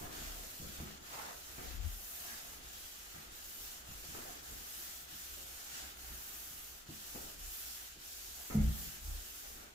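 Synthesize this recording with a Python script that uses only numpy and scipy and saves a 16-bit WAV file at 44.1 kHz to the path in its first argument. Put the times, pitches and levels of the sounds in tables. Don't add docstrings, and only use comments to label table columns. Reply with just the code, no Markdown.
import sys
import numpy as np
from scipy import signal
from scipy.fft import rfft, irfft, next_fast_len
from scipy.io import wavfile
from scipy.ndimage import uniform_filter1d

SR = 44100
rng = np.random.default_rng(int(sys.argv[2]) if len(sys.argv) > 2 else 0)


def output_pcm(signal):
    pcm = np.clip(np.atleast_2d(signal).T, -1, 1) * 32767
    wavfile.write(sys.argv[1], SR, np.round(pcm).astype(np.int16))


N = 429534
T = np.arange(N) / SR


def gain_of(db):
    return np.exp(np.asarray(db) * (np.log(10) / 20))


def unit_rms(x):
    return x / np.sqrt(np.mean(x ** 2) + 1e-20)


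def curve_at(points, hz):
    point_hz, value = np.transpose(points)
    return np.interp(np.log(hz + 1), np.log(point_hz + 1), value)


def drift(rate_hz):
    hz = np.fft.rfftfreq(N // 64, 64 / SR)
    slow = irfft(rfft(rng.standard_normal(N // 64)) / (1 + (hz / rate_hz) ** 4))
    return unit_rms(np.interp(T, np.linspace(0, T[-1], len(slow)), slow))


# freq_hz, left_right_correlation
STEREO_WIDTH = [(60, 0.84), (130, 0.9), (290, 0.35), (640, -0.38), (1410, -0.27), (3100, -0.00048),
                (15000, -0.018)]
def coloured(drive, spectrum):
    size = next_fast_len(N, real=True)
    hz = np.fft.rfftfreq(size, 1 / SR)
    correlation = np.clip(curve_at(STEREO_WIDTH, hz), -1, 1)
    a, b = rfft(drive, size) * gain_of(curve_at(spectrum, hz))
    mid, side = a * np.sqrt(1 + correlation), b * np.sqrt(1 - correlation)
    return unit_rms(irfft(np.array([mid + side, mid - side]), size)[:, :N])


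def friction(spectrum, snaps_per_s, spread_db, grain_share):
    wash, snaps = rng.standard_normal((2, N)), np.zeros((2, N))
    at = np.flatnonzero(rng.random(N) < snaps_per_s / SR)
    sizes = rng.standard_normal((2, N // 8))
    sizes *= gain_of(spread_db * np.minimum(rng.exponential(1, N // 8), 4))
    snaps[:, at] = sizes[:, :len(at)]
    return coloured(np.sqrt(1 - grain_share) * wash + np.sqrt(grain_share) * unit_rms(snaps), spectrum)


def swells(rows):
    t = T[::64]
    power = sum(gain_of(db) ** 2 * np.exp(-np.minimum(((t - peak_s) / half_s) ** 2, 50))
                for peak_s, half_s, db, *_ in rows)
    return np.interp(T, t, np.sqrt(power))


def repitched(x, octaves):
    at = np.cumsum(2. ** np.clip(octaves, -2, 2)) % (x.shape[1] - 1)
    return np.array([np.interp(at, np.arange(x.shape[1]), side) for side in x])


def patchy(x, depth_db, patch_hz, patch_s):
    hz, t, spectra = signal.stft(x, SR, nperseg=1024)
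    field = rng.standard_normal(spectra.shape[1:])
    across, along = np.fft.fftfreq(len(hz), hz[1])[:, None], np.fft.fftfreq(len(t), t[1])
    rolloff = (1 + (across * patch_hz) ** 2 + (along * patch_s) ** 2) ** 2
    patches = unit_rms(np.fft.ifft2(np.fft.fft2(field) / rolloff).real)
    return signal.istft(spectra * gain_of(depth_db * patches), SR, nperseg=1024)[1][:, :N]


def struck(hits, mode_table, rise_s, detune, judder_db=0, judder_hz=32):
    hz, mode_db, t60 = np.transpose(mode_table)[:, :, None]
    t, out = T[:SR * 3 // 4], np.zeros(N)
    attack = 1 - np.exp(-(t / rise_s) ** 2)
    for start_s, db, softness in hits:
        tuning = 1 + detune * rng.standard_normal(hz.shape)
        ring_db = mode_db - 60 * t / t60 - softness * np.log2(hz / np.median(hz))
        modes = gain_of(ring_db) * np.sin(2 * np.pi * hz * tuning * t)
        if judder_db:
            shake = np.resize(drift(judder_hz), modes.shape)
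            modes *= gain_of(judder_db * shake * np.tanh(t * judder_hz / 2))
        part = out[max(round(start_s * SR), 0):][:len(t)]
        part += (gain_of(db) * modes.sum(0) * attack)[:len(part)]
    return out


def room(x, t60_s, wet_db, predelay_s=.008):
    t = T[:SR // 2]
    tail = rng.standard_normal((2, len(t))) * gain_of(-60 * t / t60_s) * (t > predelay_s)
    tail /= np.linalg.norm(tail[0])
    return x + gain_of(wet_db) * signal.oaconvolve(x[None], tail, axes=1)[:, :N]


# start_s, turn_s, hiss_db, fizz_db, fastest_at_share_of_stroke, surge_db
STROKE_CUES = [(-.4, 0.056, -55.5, -51, 0.78, 1), (.1, 0.036, -52.5, -50, 0.26, 0.5),
               (0.991, 0.17, -59, -52.5, 0.086, 4.5), (1.809, 0.051, -59, -51.5, 0.52, 4),
               (2.61, 0.045, -55.5, -54, 0.36, 3.5), (3.293, 0.055, -55, -51.5, 0.7, 3),
               (3.842, 0.063, -53.5, -51.5, 0.54, 2.5), (4.415, 0.049, -57.5, -50, 0.63, 3),
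               (5.077, 0.05, -54, -50, 0.2, 1.5), (5.951, 0.063, -56.5, -50.5, 0.49, 1.5),
               (6.861, 0.11, -53, -49.5, 0.64, 2), (7.367, 0.049, -52.5, -48.5, 0.5, 2.5),
               (7.97, 0.11, -54, -48.5, .5, -1), (8.59, 0.028, -52.5, -50, 0.58, 3.5),
               (9.004, 0.033, -53.5, -49, 0.23, 0)]
def strokes(stop_s=9.73, last_brake_s=.22, half_speed_turn_s=.048, surge_width=.19):
    start, turn_s, hiss_db, fizz_db, fastest, surge_db = np.transpose(STROKE_CUES)
    end, brake_s = np.append(start[1:], stop_s), np.append(turn_s[1:], last_brake_s)
    k = np.maximum(np.searchsorted(start, T) - 1, 0)
    since, left = T - start[k], np.maximum(end[k] - T, 0)
    moving = np.tanh(since / (.84 * turn_s[k])) * np.tanh(left / brake_s[k])
    creep = np.interp(T, end, half_speed_turn_s / (half_speed_turn_s + brake_s))
    speed = creep + (1 - creep) * moving
    progress = since / (since + left)
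    surge = surge_db[k] * np.exp(-((progress - fastest[k]) / surge_width) ** 2)
    return uniform_filter1d(np.array([speed, surge, hiss_db[k], fizz_db[k]]), size=1000, axis=1)


# freq_hz, gain_db
HISS_EQ = [(150, -15), (400, -16), (720, 0.5), (1020, -4.5), (1360, 1.5), (1750, 1.5), (2200, -2),
           (2900, 2), (4300, -0.5), (6200, -1), (6950, 2.5), (7650, -4), (9300, -8), (15500, -9.5)]
# freq_hz, gain_db
FIZZ_EQ = [(2000, -26), (6000, -7.5), (8200, -8), (9400, -12.5), (10800, -8), (12300, -5.5), (13600, -5),
           (15500, -8.5)]
def pad(lean_right_db=.11):
    speed, surge_db, hiss_db, fizz_db = strokes()
    t = T[::64]
    press_db = sum(db * np.exp(-((t - peak_s) / half_s) ** 2) for peak_s, half_s, _, db in RUB_CUES)
    hiss_db = hiss_db + .43 * surge_db + np.interp(T, t, press_db) + .5 * drift(45)
    fizz_db = fizz_db + surge_db + .6 * drift(45)
    hiss = friction(HISS_EQ, snaps_per_s=2000, spread_db=1, grain_share=.13)
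    fizz = friction(FIZZ_EQ, snaps_per_s=3100, spread_db=3, grain_share=.036)
    wipe = hiss * speed ** .55 * gain_of(hiss_db) + fizz * speed ** 1.5 * gain_of(fizz_db)
    return wipe * gain_of([[-lean_right_db], [lean_right_db]])


# pitch_hz, level_db
HUM_TONES = [(64, -72.5), (148, -83), (323, -90), (702, -102.5), (1233, -87)]
# freq_hz, gain_db
RUMBLE_EQ = [(15, -7), (28, -2), (38, -5), (50, -2.5), (66, 2), (85, -11), (115, -20), (150, -36),
             (180, -16), (350, -12.5), (700, -18.5), (2000, -27.5), (15000, -67)]
def room_tone():
    hum = np.zeros(N)
    for hz, db in HUM_TONES:
        cycles = np.cumsum(hz + .777 * drift(2.63)) / SR
        hum += np.sqrt(2) * np.sin(2 * np.pi * cycles) * gain_of(db + 2 * drift(8.2))
    rumble = coloured(rng.standard_normal((2, N)), RUMBLE_EQ)
    return hum + rumble * gain_of(-62 + 1.6 * drift(3.7))


# start_s, level_db, t60_s, grit_over_shuffle_db, shuffle_shift_octaves
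SCUFF_CUES = [(.01, -53.5, 2.8, -6, 0.086), (.39, -64, 0.55, -7, 0.053), (0.611, -55, 0.86, -16, -0.14),
              (.785, -59.5, 1.2, 3.5, -0.19), (1.579, -51.5, 0.8, -1.5, 0.037),
              (3.141, -59.5, 0.75, 3, -.3), (4.142, -53, 1.28, -2, 0.16), (4.49, -62.5, 2.22, -2.5, -.1),
              (5.37, -58.5, 0.7, -20, .25), (6.884, -59.5, 0.25, -21, -.3), (7.146, -50.5, 0.83, -7.5, .15),
              (8.499, -46.5, 1.07, -2, 0.092), (9.5, -67, 0.7, -12, .1)]
# freq_hz, gain_db
SHUFFLE_EQ = [(60, 1.5), (150, -4), (290, 0.5), (480, -2), (700, -7), (1000, -26), (2200, -55), (6000, -64)]
# freq_hz, gain_db
GRIT_EQ = [(200, -13), (500, -16), (710, -0.5), (1050, -10.5), (1250, -3.5), (1500, -8.5), (2200, -8.5),
           (6000, -49)]
def shoes(rise_s=.0027):
    start, _, _, grit_db, octaves = np.transpose(SCUFF_CUES)
    latest = np.maximum(np.searchsorted(start, T) - 1, 0)
    shuffle = friction(SHUFFLE_EQ, snaps_per_s=770, spread_db=1.5, grain_share=.17)
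    shuffle = repitched(shuffle, octaves[latest])
    grit = friction(GRIT_EQ, snaps_per_s=400, spread_db=3.5, grain_share=.27)
    fades = np.array([gain_of(db - 60 * np.clip(T - s, 0, t60 * 2) / t60) * np.clip((T - s) / rise_s, 0, 1)
                      for s, db, t60, _, _ in SCUFF_CUES])
    scuffs = shuffle * fades.sum(0) + grit * (gain_of(grit_db) @ fades)
    return patchy(scuffs, depth_db=2.5, patch_hz=70, patch_s=.08)


# start_s, level_db, softness_db_per_octave
KNOCK_CUES = [(.01, -51.5, 8), (.2, -53.5, -1.5), (.599, -50, 9), (.66, -52.5, 8), (.803, -45.5, 2),
              (.835, -53, -1), (1.585, -60, 9), (1.74, -56, 14), (1.835, -56.5, 6), (3.15, -59, 6),
              (3.888, -56, 12), (4.055, -62, 4), (4.089, -57, 4), (4.51, -60, 3), (5.124, -59.5, 1),
              (5.82, -61, -9), (6.1, -57, -3), (6.51, -63, 3), (6.89, -49.5, -0.5), (7.15, -58, 3),
              (7.953, -64.5, -10), (8.5, -61, 4), (8.868, -57.5, 5), (9.08, -59, -1), (9.66, -69, -3)]
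# pitch_hz, gain_db, t60_s
HEAD_MODES = [(65, -17, 0.99), (89.7, -4.5, 0.21), (122, 0, 0.14), (143, -9.5, 0.44), (156, 3, 0.2),
              (178.5, -2, 0.11), (208.8, -3, 0.43), (249, -0.5, 0.14), (270.3, -10.5, 0.29),
              (298.4, 2.5, 0.11), (362, -14.5, 0.85), (405, -10, 0.17)]
def head_knocks(rock_db=-68, rock_softness=6.5, push_db=2, contact_s=.0017):
    hits = KNOCK_CUES + [(turn[0], rock_db, rock_softness) for turn in STROKE_CUES[1:]]
    taps = struck(hits, HEAD_MODES, rise_s=.0033, detune=.019)
    for start_s, db, softness in hits:
        age = T[:SR // 30] / (contact_s * gain_of(2 * softness))
        push = gain_of(db + push_db) * 2 * age * (2 - age) * np.exp(-age)
        part = taps[max(round(start_s * SR), 0):][:len(push)]
        part += push[:len(part)]
    return room(taps, t60_s=.35, wet_db=-9)


# start_s, level_db, softness_db_per_octave
SWIVEL_CUES = [(.03, -60, -5), (.075, -65, -6), (.815, -57, 7), (3.16, -68, 6), (4.036, -59, -2),
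               (4.149, -59, 1), (4.17, -54.5, 3), (4.215, -64, -4), (4.28, -66, -7), (4.335, -61, -3),
               (5.77, -68, 5), (6.891, -57, 9), (6.922, -64, 6), (7.153, -57, -3), (7.178, -57, 0),
               (7.212, -62, -1), (7.955, -66, -1), (8.502, -64, -2)]
# pitch_hz, gain_db, t60_s
POLE_MODES = [(241, -1.5, 0.12), (275, -3, 0.11), (343, 2, 0.11), (395, -8, .08), (522, -3.5, .11),
              (586, -7, .07), (692, -4, .14), (845, -3, .08)]
def swivel():
    return struck(SWIVEL_CUES, POLE_MODES, rise_s=.002, detune=.025)


# peak_s, half_length_s, relative_db, shift_octaves, glide_octaves_per_s
RUSTLE_CUES = [(0.037, 0.092, -57, -0.082, 0), (.3, 0.28, -68, -.1, 0), (4.271, 0.088, -61, -0.058, -0.3),
               (7.221, 0.076, -65, -0.23, -1.5), (8.42, 0.047, -64.5, .05, 0), (1.133, 0.014, -60, .03, 0),
               (1.226, 0.083, -51.5, .25, -2), (1.321, .06, -64, -0.32, -2.5)]
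# freq_hz, gain_db
CLOTH_EQ = [(120, -13), (300, -8), (520, -3.5), (720, 2), (980, -4), (1300, -5.5), (1700, -6.5),
            (2400, -17), (6000, -44)]
def clothes():
    powers = np.array([swells([cue]) for cue in RUSTLE_CUES]) ** 2
    octaves = sum(power * (shift + glide * (T - peak_s))
                  for power, (peak_s, _, _, shift, glide) in zip(powers, RUSTLE_CUES)) / powers.sum(0)
    cloth = friction(CLOTH_EQ, snaps_per_s=480, spread_db=-2.5, grain_share=.15)
    return repitched(cloth, octaves) * np.sqrt(powers.sum(0)) * gain_of(drift(35))


# peak_s, half_length_s, relative_db, hiss_boost_db
RUB_CUES = [(0.208, 0.11, -60, 4), (0.763, 0.034, -69, 1), (1.186, 0.19, -68, 8), (1.704, 0.28, -63.5, 6.5),
            (2.36, 0.3, -63, 6.5), (2.773, 0.055, -72, 1), (3.2, 0.21, -69, 2), (3.734, 0.14, -67, 1.5),
            (4.47, 0.046, -71, 3), (4.8, 0.42, -68, 4.5), (5.77, 0.087, -65, 4.5), (6.203, 0.52, -64.5, 3),
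            (7.68, 0.056, -75, -1.5), (9.47, 0.026, -61.5, 0.5), (9.633, 0.064, -63, -1)]
# freq_hz, gain_db
RUB_EQ = [(250, 0.5), (500, -1), (750, 4.5), (1000, -4), (1350, 5), (1650, -1.5), (2200, -2), (4000, -10),
          (9000, -19)]
def rubbing():
    return friction(RUB_EQ, snaps_per_s=460, spread_db=-13, grain_share=.07) * swells(RUB_CUES)


# peak_s, half_length_s, lower_swing_db, upper_swing_db, lower_pitch_hz, left_over_right_db
BOOM_CUES = [(0.307, 0.14, -46.5, -56.5, 37.2, 0), (0.816, 0.037, -61, -47, 36, 0),
             (1.721, 0.081, -54, -51, 34.5, 14), (1.806, 0.055, -42, -49, 45.2, 13),
             (1.864, 0.023, -57, -36.5, 43.7, 15), (1.905, 0.076, -41.5, -60, 40.7, 3),
             (2.675, 0.061, -61, -56, 35, 0), (4.002, 0.043, -53, -80, 41, -1),
             (4.553, 0.064, -53, -57, 42, -1), (5.33, 0.066, -61, -58, 38, 0),
             (5.84, 0.039, -67, -54.5, 37.6, -1), (6.118, 0.082, -56, -51, 36.2, -1),
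             (7.45, 0.071, -47, -58, 36.44, 0), (8.615, 0.032, -30, -30, 37.5, -1),
             (8.676, 0.047, -39, -27.5, 36.8, 1), (8.8, .03, -56, -45, 35, 2),
             (8.875, 0.019, -58.5, -47, 35, 0), (9.121, 0.078, -39, -42.5, 38.9, 0)]
def floor_booms(upper_ratio=1.77, pitch_waver=.06, side_phase_rad=.22):
    out, bend = np.zeros((2, N)), 1 + pitch_waver * drift(32)
    side = np.array([[1], [-1]])
    for peak_s, half_s, lower_db, upper_db, hz, pan_db in BOOM_CUES:
        near = abs(T - peak_s) < 4 * half_s
        cycles = np.cumsum(hz * bend[near]) / SR
        cycles -= np.interp(peak_s, T[near], cycles)
        heave = sum(gain_of(db) * np.cos(2 * np.pi * ratio * cycles + side * side_phase_rad)
                    for ratio, db in [(1, lower_db), (upper_ratio, upper_db)])
        load = np.exp(-((T[near] - peak_s) / half_s) ** 2)
        out[:, near] += gain_of(side * pan_db / 2) * heave * load
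    return out


# start_s, level_db, softness_db_per_octave
CLACK_CUES = [(.797, -54, 7), (1.585, -65, 5), (3.195, -67, 2), (4.147, -51, 3), (4.183, -57, 9.5),
              (4.227, -59, 4), (6.891, -63.5, 7), (7.151, -60, 1), (8.499, -51, -3), (8.508, -48, -5),
              (8.522, -50, 1), (8.54, -61, 14)]
# pitch_hz, gain_db, t60_s
CLACK_MODES = [(414, -6.5, 0.047), (683, -4.5, 0.074), (843, -5, 0.047), (984, -5, 0.063), (1250, -2, 0.06),
               (1354, -3, 0.046), (1690, -11, 0.045), (2140, -21, 0.033), (2700, -16, .03)]
def clacks():
    return struck(CLACK_CUES, CLACK_MODES, rise_s=.0012, detune=.02)


# peak_s, half_length_s, level_db
FROTH_CUES = [(1.64, 0.095, -56), (2.1, .13, -48), (3.58, .1, -51), (4.75, 0.13, -51), (5.38, 0.072, -68),
              (6.32, 0.23, -50.5), (6.62, .08, -54), (7.57, 0.069, -46), (8.44, .06, -65),
              (8.82, .075, -47)]
# freq_hz, gain_db
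FROTH_EQ = [(4000, -35), (8000, -11), (10000, -5), (12600, 0), (14000, 1), (15500, 0)]
def froth():
    return friction(FROTH_EQ, snaps_per_s=3800, spread_db=-6, grain_share=.1) * swells(FROTH_CUES)


# peak_s, half_length_s, level_db
RASP_CUES = [(1.68, .05, -56), (2.3, 0.075, -57), (2.8, 0.071, -60), (5.775, 0.047, -53),
             (7.72, 0.055, -57), (8.2, 0.18, -55.5)]
# freq_hz, gain_db
RASP_EQ = [(1500, -22), (3000, -6), (4800, -4), (7000, -4.5), (9000, -11), (14000, -20)]
def rasp():
    return friction(RASP_EQ, snaps_per_s=1500, spread_db=0, grain_share=.32) * swells(RASP_CUES)


# peak_s, half_length_s, relative_db
CATCH_CUES = [(2.312, 0.032, -55), (5.8, 0.036, -63)]
# freq_hz, gain_db
CATCH_EQ = [(900, -35), (1450, -18), (1640, 5), (1850, -7), (3000, -19)]
def edge_catches():
    return coloured(rng.standard_normal((2, N)), CATCH_EQ) * swells(CATCH_CUES)


# peak_s, half_length_s, relative_db
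DRONE_CUES = [(2.36, .17, -67), (3.9, 0.039, -66.5), (5.79, 0.053, -67), (9.12, 0.056, -69)]
# freq_hz, gain_db
DRONE_EQ = [(300, -18), (520, -6), (700, 1), (860, 0.5), (1100, -4), (1600, -14), (3000, -37)]
def head_drone():
    return friction(DRONE_EQ, snaps_per_s=400, spread_db=1.5, grain_share=.091) * swells(DRONE_CUES)


# start_s, level_db, softness_db_per_octave
STEP_CUES = [(8.541, -23.5, 1.5), (8.644, -44, 15.5), (8.742, -55, 8), (8.862, -64, 9)]
# pitch_hz, gain_db, t60_s
BOARD_MODES = [(64, -16.5, 0.68), (89.2, -8.5, 0.25), (125.6, -10, 0.39), (147.4, -1, 0.319),
               (164.6, -10.5, 0.53), (182, -10, 0.2), (202, -15, 0.24), (211.7, 1, 0.39), (241, -17, 0.35),
               (266, -24, 0.71), (292, -27, 0.6), (319, -25, 0.55), (355, -29, 0.55), (446, -25, 0.31)]
def footfall():
    ring = struck(STEP_CUES, BOARD_MODES, rise_s=.009, detune=0, judder_db=2)
    return room(ring, t60_s=.7, wet_db=-12)


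def scene():
    swishes = rubbing() + head_drone() + edge_catches() + clothes()
    swishes = gain_of(4) * patchy(swishes, depth_db=2.2, patch_hz=110, patch_s=.08)
    wet_strokes = patchy(pad() + froth() + rasp(), depth_db=1.3, patch_hz=280, patch_s=.07)
    movement = shoes() + head_knocks()
    clatter = room(clacks() + swivel(), t60_s=.3, wet_db=-4)
    return wet_strokes + swishes + movement + clatter + footfall() + floor_booms() + room_tone()


def record(dry, cutoff_hz=15600):
    low_pass = signal.firwin(511, cutoff_hz, window=("kaiser", 9), fs=SR)
    return signal.oaconvolve(dry, low_pass[None], "same")


dry = scene()
out = record(dry)
output_pcm(out)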